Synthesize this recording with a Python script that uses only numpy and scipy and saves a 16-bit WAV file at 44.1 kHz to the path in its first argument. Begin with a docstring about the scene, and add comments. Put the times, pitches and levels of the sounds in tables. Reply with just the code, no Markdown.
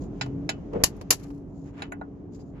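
"""Sparks at a seized starter motor

A battery cable is touched to the motor in a workshop, close to the microphone. The clamp taps twice,
setting metal ringing, and the contact flares with a dull sputter. Two sparks snap and leave a faint
crackle, then three softer taps follow. The cable rustles as it drags and the clamp slides briefly.
A machine hums under the low rumble of the shop."""
import sys
import numpy as np
from scipy import signal
from scipy.fft import rfft, irfft
from scipy.io import wavfile
from scipy.ndimage import uniform_filter1d

SR = 44100
rng = np.random.default_rng(int(sys.argv[2]) if len(sys.argv) > 2 else 0)


def unload_audio(sound):
    """Save the sound as a 16-bit wav file, at the path given as the first command line argument."""
    columns = np.transpose(np.atleast_2d(sound))
    # keep every value between -1 and 1, then stretch to whole-number steps
    steps = np.round(np.clip(columns, -1, 1) * 32767)
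    wavfile.write(sys.argv[1], SR, steps.astype(np.int16))


N = 114660
T = np.arange(N) / SR
HIT_T = T[:SR // 2]  # half a second for each short sound
LEFT_LAG_S = .00046  # sound reaches the right side first


def amp(db):
    """Turns decibels into a gain to multiply by."""
    return 10 ** (np.asarray(db) / 20)


def unit(x):
    """Scales a signal to an average power of 1."""
    return x / np.sqrt(np.mean(x ** 2) + 1e-20)


def read(table, hz, column=1):
    """Looks up a table at any frequency, gliding between its rows."""
    table = np.array(table, float)
    return np.interp(np.log(hz + 1), np.log(table[:, 0]), table[:, column])


def level(table, column=1):
    """Turns a table of times and decibels into a gain over the scene."""
    table = np.array(table, float)
    return amp(np.interp(T, table[:, 0], table[:, column]))


def add(mix, s, sound):
    """Mixes a stereo sound in, starting at s seconds."""
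    part = mix[:, round(s * SR):][:, :sound.shape[1]]
    part += sound[:, :part.shape[1]]


def colour(x, db_of_hz, size=4096):
    """Turns each frequency up or down, without smearing sound ahead of its start."""
    log_gain = np.log(amp(db_of_hz(abs(np.fft.fftfreq(size, 1 / SR)))) + 1e-6)
    response = np.fft.ifft(np.exp(np.conj(signal.hilbert(log_gain)))).real[..., :size // 2]
    return signal.fftconvolve(x, np.atleast_2d(response), axes=1)[:, :x.shape[1]]


def drift(rate_hz):
    """A smooth random wobble; a higher rate makes it quicker."""
    hz = np.fft.rfftfreq(N, 1 / SR)
    return unit(irfft(rfft(rng.standard_normal(N)) * np.exp(-(hz / rate_hz) ** 2), N))


def burst(t60, rise_s, alike):
    """Dense echoes heard as a burst of noise; t60 is the seconds it takes to fade by 60 dB."""
    shared, *separate = rng.standard_normal((3, len(HIT_T)))
    shared = np.array([np.roll(shared, round(LEFT_LAG_S * SR)), shared])
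    x = alike * shared + np.sqrt(1 - alike ** 2) * np.array(separate)
    shape = (1 - np.exp(-(HIT_T / rise_s) ** 2)) * np.exp(-np.log(1000) * HIT_T / t60)
    power = uniform_filter1d(abs(rfft(x * shape)) ** 2, size=200, axis=1)
    x = irfft(rfft(x) / np.sqrt(power + 1e-12), len(HIT_T)) * shape  # even out bass to treble
    return x / np.linalg.norm(x, axis=1, keepdims=True)


def ring(hz, t60, left_db, right_db):
    """One fading note of a struck object."""
    rate = np.log(1000) / t60
    t = np.maximum(HIT_T - np.array([[LEFT_LAG_S], [0]]), 0)
    shape = 2 * rate / SR * (1 - np.exp(-t / .0004)) * np.exp(-rate * t)
    return amp([[left_db], [right_db]]) * shape * np.sin(2 * np.pi * (hz * t + rng.random()))


def grainy(x, db, rate_hz):
    """Breaks a burst into uneven spits and keeps its energy."""
    x = x * amp(db * drift(rate_hz)[:x.shape[1]])
    return x / np.linalg.norm(x, axis=1, keepdims=True)


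# how alike the left and right sides sound (frequency [Hz], likeness [0 to 1])
LIKENESS = [(40, 1), (130, 0.98), (290, 0.67), (640, 1), (1400, 0), (15000, 0.076)]

def noise(spectrum):
    """Stereo noise with a given tone, most alike on both sides in the bass."""
    hz = np.fft.rfftfreq(N, 1 / SR)
    left, other = rfft(rng.standard_normal((2, N)))
    same = read(LIKENESS, hz)
    right = same * left + np.sqrt(1 - same ** 2) * other
    return unit(irfft(np.array([left, right]) * amp(read(spectrum, hz)), N))


# loudness of the workshop (time [s], rumble [dB], air [dB])
SHOP_LEVELS = [(0, -32, -75.5), (.2, -39, -59), (.35, -34.5, -66), (.7, -37.5, -65), (.9, -38, -59),
               (1.15, -40.5, -66), (1.6, -40.5, -79), (2.2, -41.5, -73), (2.6, -41, -88.5)]
# tone of its rumble and of its air (frequency [Hz], level [dB])
RUMBLE_TONE = [(15, -50.5), (29, -31.5), (42, -4.5), (71, -10), (176, -7), (253, -12.5), (285, -10.5),
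               (387, -14), (430, -21.5), (540, -26), (644, -26), (1120, -38.5), (5200, -87.5)]
AIR_TONE = [(200, -7.5), (800, 1.5), (1500, -3), (2800, -10), (4200, -18), (6800, -14.5), (8500, -34.5),
            (15000, -38)]

def shop():
    """The workshop's low rumble and faint airy hiss."""
    rumble = level(SHOP_LEVELS) * noise(RUMBLE_TONE) * amp([[-1.5], [-.3]])
    return rumble + level(SHOP_LEVELS, column=2) * noise(AIR_TONE)


# notes of the machine (pitch [Hz], left [dB], right [dB])
HUM_NOTES = [(165.2, -60, -55), (280.9, -42.5, -45.5), (421.8, -51.5, -63)]
# how the hum swells and sinks (time [s], relative level [dB])
HUM_LEVELS = [(0, -1.5), (.38, 3.5), (.7, 2), (1.18, -9.5), (1.33, 3.5), (1.47, -7), (1.6, 1.5),
              (1.75, -7.5), (2, -0.5), (2.28, -1), (2.6, -4.5)]

def hum(wander_hz=5, waver=0.3):
    """A machine hums, each note wavering in pitch and loudness."""
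    out = 0
    for hz, left_db, right_db in HUM_NOTES:
        tone = np.sin(2 * np.pi * np.cumsum(hz + wander_hz * drift(12)) / SR)
        tone *= 1 + waver * drift(2.7)
        out += amp([[left_db], [right_db]]) * unit(tone * level(HUM_LEVELS))
    return out


# swells of a low drone (pitch [Hz], peak time [s], half width [s], level [dB])
DRONE_SWELLS = [(130.7, 0.29, 0.15, -38), (168, 0.381, 0.025, -35)]

def drone():
    """Two low notes swell briefly and sink away."""
    out = 0
    for hz, s, width, db in DRONE_SWELLS:
        swell = amp(db) * np.exp(-((T - s) / width) ** 2)
        out += swell * np.sqrt(2) * np.sin(2 * np.pi * (hz * T + rng.random()))
    return out


# moves of the cable (peak time [s], rise [s], fall [s], scrape [dB], hiss [dB])
CABLE_STROKES = [(0.017, 0.0099, 0.042, -65, -61), (1.24, 0.049, 0.037, -57.5, -70),
                 (1.591, 0.084, 0.1, -99, -73.5), (1.682, 0.031, 0.025, -59.5, -72),
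                 (1.813, 0.054, 0.052, -47, -69), (2.351, 0.023, 0.022, -72, -63),
                 (2.41, 0.026, 0.017, -70, -68.5), (2.48, 0.058, 0.044, -89, -76.5),
                 (2.595, 0.045, .04, -57.5, -87)]
# tone of its scrape and of its hiss (frequency [Hz], level [dB])
SCRAPE_TONE = [(300, -13.5), (800, 4), (1700, -0.5), (2800, -8), (4500, -20.5), (8000, -36.5), (15000, -46)]
HISS_TONE = [(2000, -19.5), (4000, -12), (5900, -9), (7200, -1.5), (8100, -29), (10500, -25.5),
             (15000, -29)]

def rustle():
    """The cable drags in short, grainy strokes."""
    scrape = hiss = 0
    for s, rise, fall, scrape_db, hiss_db in CABLE_STROKES:
        stroke = np.exp(-((T - s) / np.where(T < s, rise, fall)) ** 2)
        scrape += amp(scrape_db) * stroke
        hiss += amp(hiss_db) * stroke
    grain = unit(amp(2 * drift(180)))
    return grain * (scrape * noise(SCRAPE_TONE) + hiss * noise(HISS_TONE) * amp([[2.5], [-3]]))


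# knocks of the clamp (time [s], level [dB], treble limit [Hz], chink [dB], chink limit [Hz], jaw [dB])
CLAMP_TAPS = [(.2112, -1.5, 5440, -14.5, 10900, -2), (.4912, 0.5, 5600, -4, 14200, -0.5),
              (1.8203, -7, 3840, -16, 11200, -8.5), (1.9207, -6.5, 2090, -18, 15800, -28),
              (2.0128, -4.5, 1364, -45, 10900, -32.5)]
# notes of the struck metal (pitch [Hz], fade time [s], left [dB], right [dB])
BODY_NOTES = [(645, 0.036, -5.5, 19), (924, 0.031, -2, 14), (1440, 0.092, 19.5, 22), (2000, 0.092, -1, 18),
              (2420, 0.021, 12.5, 15), (2608, 0.11, 18.5, 12), (2898, 0.27, 6, 3.5), (2990, 0.16, 17.5, 6),
              (4670, 0.063, 4, -3), (5350, 0.038, -10, 19.5)]
# thin, bright chink on top (pitch [Hz], left [dB], right [dB])
CHINK_PEAKS = [(6870, 12.5, -5), (10450, -25.5, 6.5), (13330, -18, -4), (14540, -15.5, -4)]
# tone of a tap's rattle and of its echo in the room (frequency [Hz], level [dB])
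RATTLE_TONE = [(80, -5), (330, 7.5), (520, -5), (750, 14.5), (1180, 0), (1500, 10), (3400, 3.5),
               (5200, 6.5), (6000, -3.5), (7200, 20.5), (8300, -40.5)]
ECHO_TONE = [(100, -9.5), (700, 9.5), (1500, 0), (3000, -7), (3800, -16.5), (7000, -20), (8300, -36)]

def tap(db, treble_hz, chink_db, chink_limit_hz, jaw_db):
    """The clamp knocks on metal and its jaw rings; a softer contact gives less treble."""
    def blow_db(hz):
        return db - 10 * np.log10(1 + (hz / treble_hz) ** 11)

    def chink_tone(hz, width_hz=266):
        peaks = sum(amp([[left_db], [right_db]]) / (1 + ((hz - centre) / width_hz) ** 2)
                    for centre, left_db, right_db in CHINK_PEAKS)
        return chink_db + 20 * np.log10(peaks / (1 + (hz / chink_limit_hz) ** 20))

    body = sum(amp(blow_db(hz)) * ring(hz, *note) for hz, *note in BODY_NOTES)
    jaw = amp(jaw_db) * ring(hz=3920, t60=0.033, left_db=14, right_db=17.5)
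    rattle = colour(burst(0.076, 0.0004, alike=0.42), lambda hz: read(RATTLE_TONE, hz) + blow_db(hz))
    chink = colour(burst(0.042, 0.00025, alike=0.23), chink_tone)
    echo = colour(burst(0.29, 0.018, alike=0), lambda hz: read(ECHO_TONE, hz) + blow_db(hz))
    return body + jaw + rattle + chink + amp(-13) * echo


# tone shared by crackles and sparks (frequency [Hz], left [dB], right [dB])
CRACK_TONE = [(40, 5, -1.5), (600, 14.5, 19), (970, 19, 19), (1510, 11.5, 11), (3100, 16, 15.5),
              (3450, 9.5, 9), (4200, 20, 15.5), (6100, 22, 7.5), (7610, 21.5, 7), (8190, 11, 0.5),
              (9040, 1.5, -9.5), (9810, 8, 21), (12860, 1, 19.5), (13400, 4.5, 11), (15000, 1.5, 8.5)]

def crack_db(hz):
    """How strong a crack is at each frequency, left and right."""
    return np.array([read(CRACK_TONE, hz, column=1), read(CRACK_TONE, hz, column=2)])


# small crackles (time [s], level [dB], treble tilt [dB per octave])
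METAL_SPITS = [(.261, -41.5, -10), (.733, -44, -11), (.9645, -56, 2), (1.012, -35, -7),
               (1.1262, -15.5, -1.5), (1.1345, -27.5, 2), (1.2335, -58, -2), (1.3025, -49.5, -10),
               (1.374, -67, -2), (2.39, -57, -8.5)]

def crackle(db, tilt_db):
    """A small spit of hot metal."""
    spit = burst(t60=.045, rise_s=.0006, alike=0.36)
    return amp(db) * colour(spit, lambda hz: crack_db(hz) + tilt_db * np.log2(np.maximum(hz, 900) / 4500))


# loudness of the flare (time [s], level [dB])
FLARE_LEVELS = [(.715, -52), (.735, -31), (.762, -23.5), (.785, -34), (.822, -28.5), (.84, -57.5)]
# tone of its dull rush (frequency [Hz], level [dB])
RUSH_TONE = [(60, -11.5), (200, 5.5), (520, 1), (800, -6.5), (1300, -15), (3000, -27.5), (4000, -44),
             (7000, -45.5), (8500, -64)]
# notes of the hollow round the contact (pitch [Hz], fade time [s], left [dB], right [dB])
HOLLOW_NOTES = [(190, .055, 46, 41.5), (462, .045, 52, 48.5), (770, .03, 29, 30.5)]

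def flare():
    """The contact burns in uneven puffs that ring the hollow round it, over a dull rush."""
    loudness = level(FLARE_LEVELS)
    puffs_per_s = 90 * np.exp(.25 * drift(70))
    puffs = np.diff(np.floor(np.cumsum(puffs_per_s) / SR), prepend=0)  # one click for each puff
    hollow = sum(ring(*note) for note in HOLLOW_NOTES)
    sputter = signal.fftconvolve((puffs * loudness)[None], hollow, axes=1)[:, :N]
    return sputter + amp(-7) * loudness * noise(RUSH_TONE)


# the two sparks (time [s], level [dB], thump [dB], crack fade time [s], echo [dB], fizz [dB])
SPARK_SNAPS = [(.8366, -0.5, 27.5, .028, -13.5, -51), (1.1051, -1.5, 19, .042, -10.5, -32.5)]
# metal that each spark sets ringing (pitch [Hz], left [dB], right [dB])
METAL_NOTES = [(1040, 19.5, 16), (1800, 20, 14), (2830, 26, 12), (3005, 20.5, 18.5), (3704, 15, 20),
               (4430, 24, 20.5), (4735, 17.5, 23.5), (5000, 19.5, 21), (5490, 20.5, 19), (6005, 28.5, 19),
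               (6351, 23.5, 14.5), (6690, 25.5, 13.5), (7140, 33.5, 9), (7380, 24, 8.5), (10230, 8, 23),
               (10978, 2.5, 23.5), (10300, 7, 24.5), (12207, 5, 24.5)]

def spark(db, thump_db, t60, echo_db, fizz_db, thump_s=0.0016, damping_hz=10000):
    """An arc bursts: a pressure thump, a ragged crack, ringing metal and a sputtering tail."""
    crack = colour(grainy(burst(t60, 0.0018, alike=0.35), db=3.5, rate_hz=900), crack_db)
    echo = amp(echo_db) * grainy(burst(0.077, 0.024, alike=0), db=0.5, rate_hz=300)
    fizz = amp(fizz_db) * grainy(burst(0.62, 0.022, alike=0), db=4.5, rate_hz=60)
    tail = colour(echo + fizz, lambda hz: crack_db(hz) - 10 * np.log10(1 + (hz / damping_hz) ** 6))
    metal = sum(ring(hz, 0.085 * np.sqrt(3000 / max(hz, 2800)), *levels)  # high notes die first
                for hz, *levels in METAL_NOTES)
    age = HIT_T / thump_s
    pulse = (1 - age) * np.exp(-age) * (1 - np.exp(-HIT_T / 0.00026))  # air pushes, then pulls back
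    thump = amp(thump_db) * 2 / (thump_s * SR) * pulse * amp([[-3], [0]])
    return amp(db) * (crack + tail + amp(1) * metal + thump)


# metal sliding on metal (peak time [s], half width [s], pitch [Hz], level [dB])
CLAMP_SLIDES = [(2.351, .022, 4870, -69.5), (2.409, 0.017, 4900, -68)]

def scuff(band_hz=240):
    """The clamp slides briefly, and the rubbing stirs one narrow band of pitches."""
    hz = np.fft.rfftfreq(N, 1 / SR)
    out = 0
    for s, width, centre_hz, db in CLAMP_SLIDES:
        band = irfft(rfft(rng.standard_normal((2, N))) / (1 + ((hz - centre_hz) / band_hz) ** 2), N)
        out += amp(db) * np.exp(-((T - s) / width) ** 2) * unit(band)
    return out


def scene():
    """Lays the sounds of the cable and clamp over the workshop."""
    mix = shop() + hum() + drone() + flare() + rustle() + scuff()
    for table, source in ((SPARK_SNAPS, spark), (METAL_SPITS, crackle), (CLAMP_TAPS, tap)):
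        for s, *row in table:
            add(mix, s, source(*row))
    return mix


def record(dry):
    """The highest peaks overload and flatten; then the very top of the treble is cut."""
    low_pass = signal.firwin(255, cutoff=15250, window=("kaiser", 9), fs=SR)
    return signal.oaconvolve(np.clip(dry, -.88, .88), low_pass[None], "same")


dry = scene()
out = record(dry)
unload_audio(out)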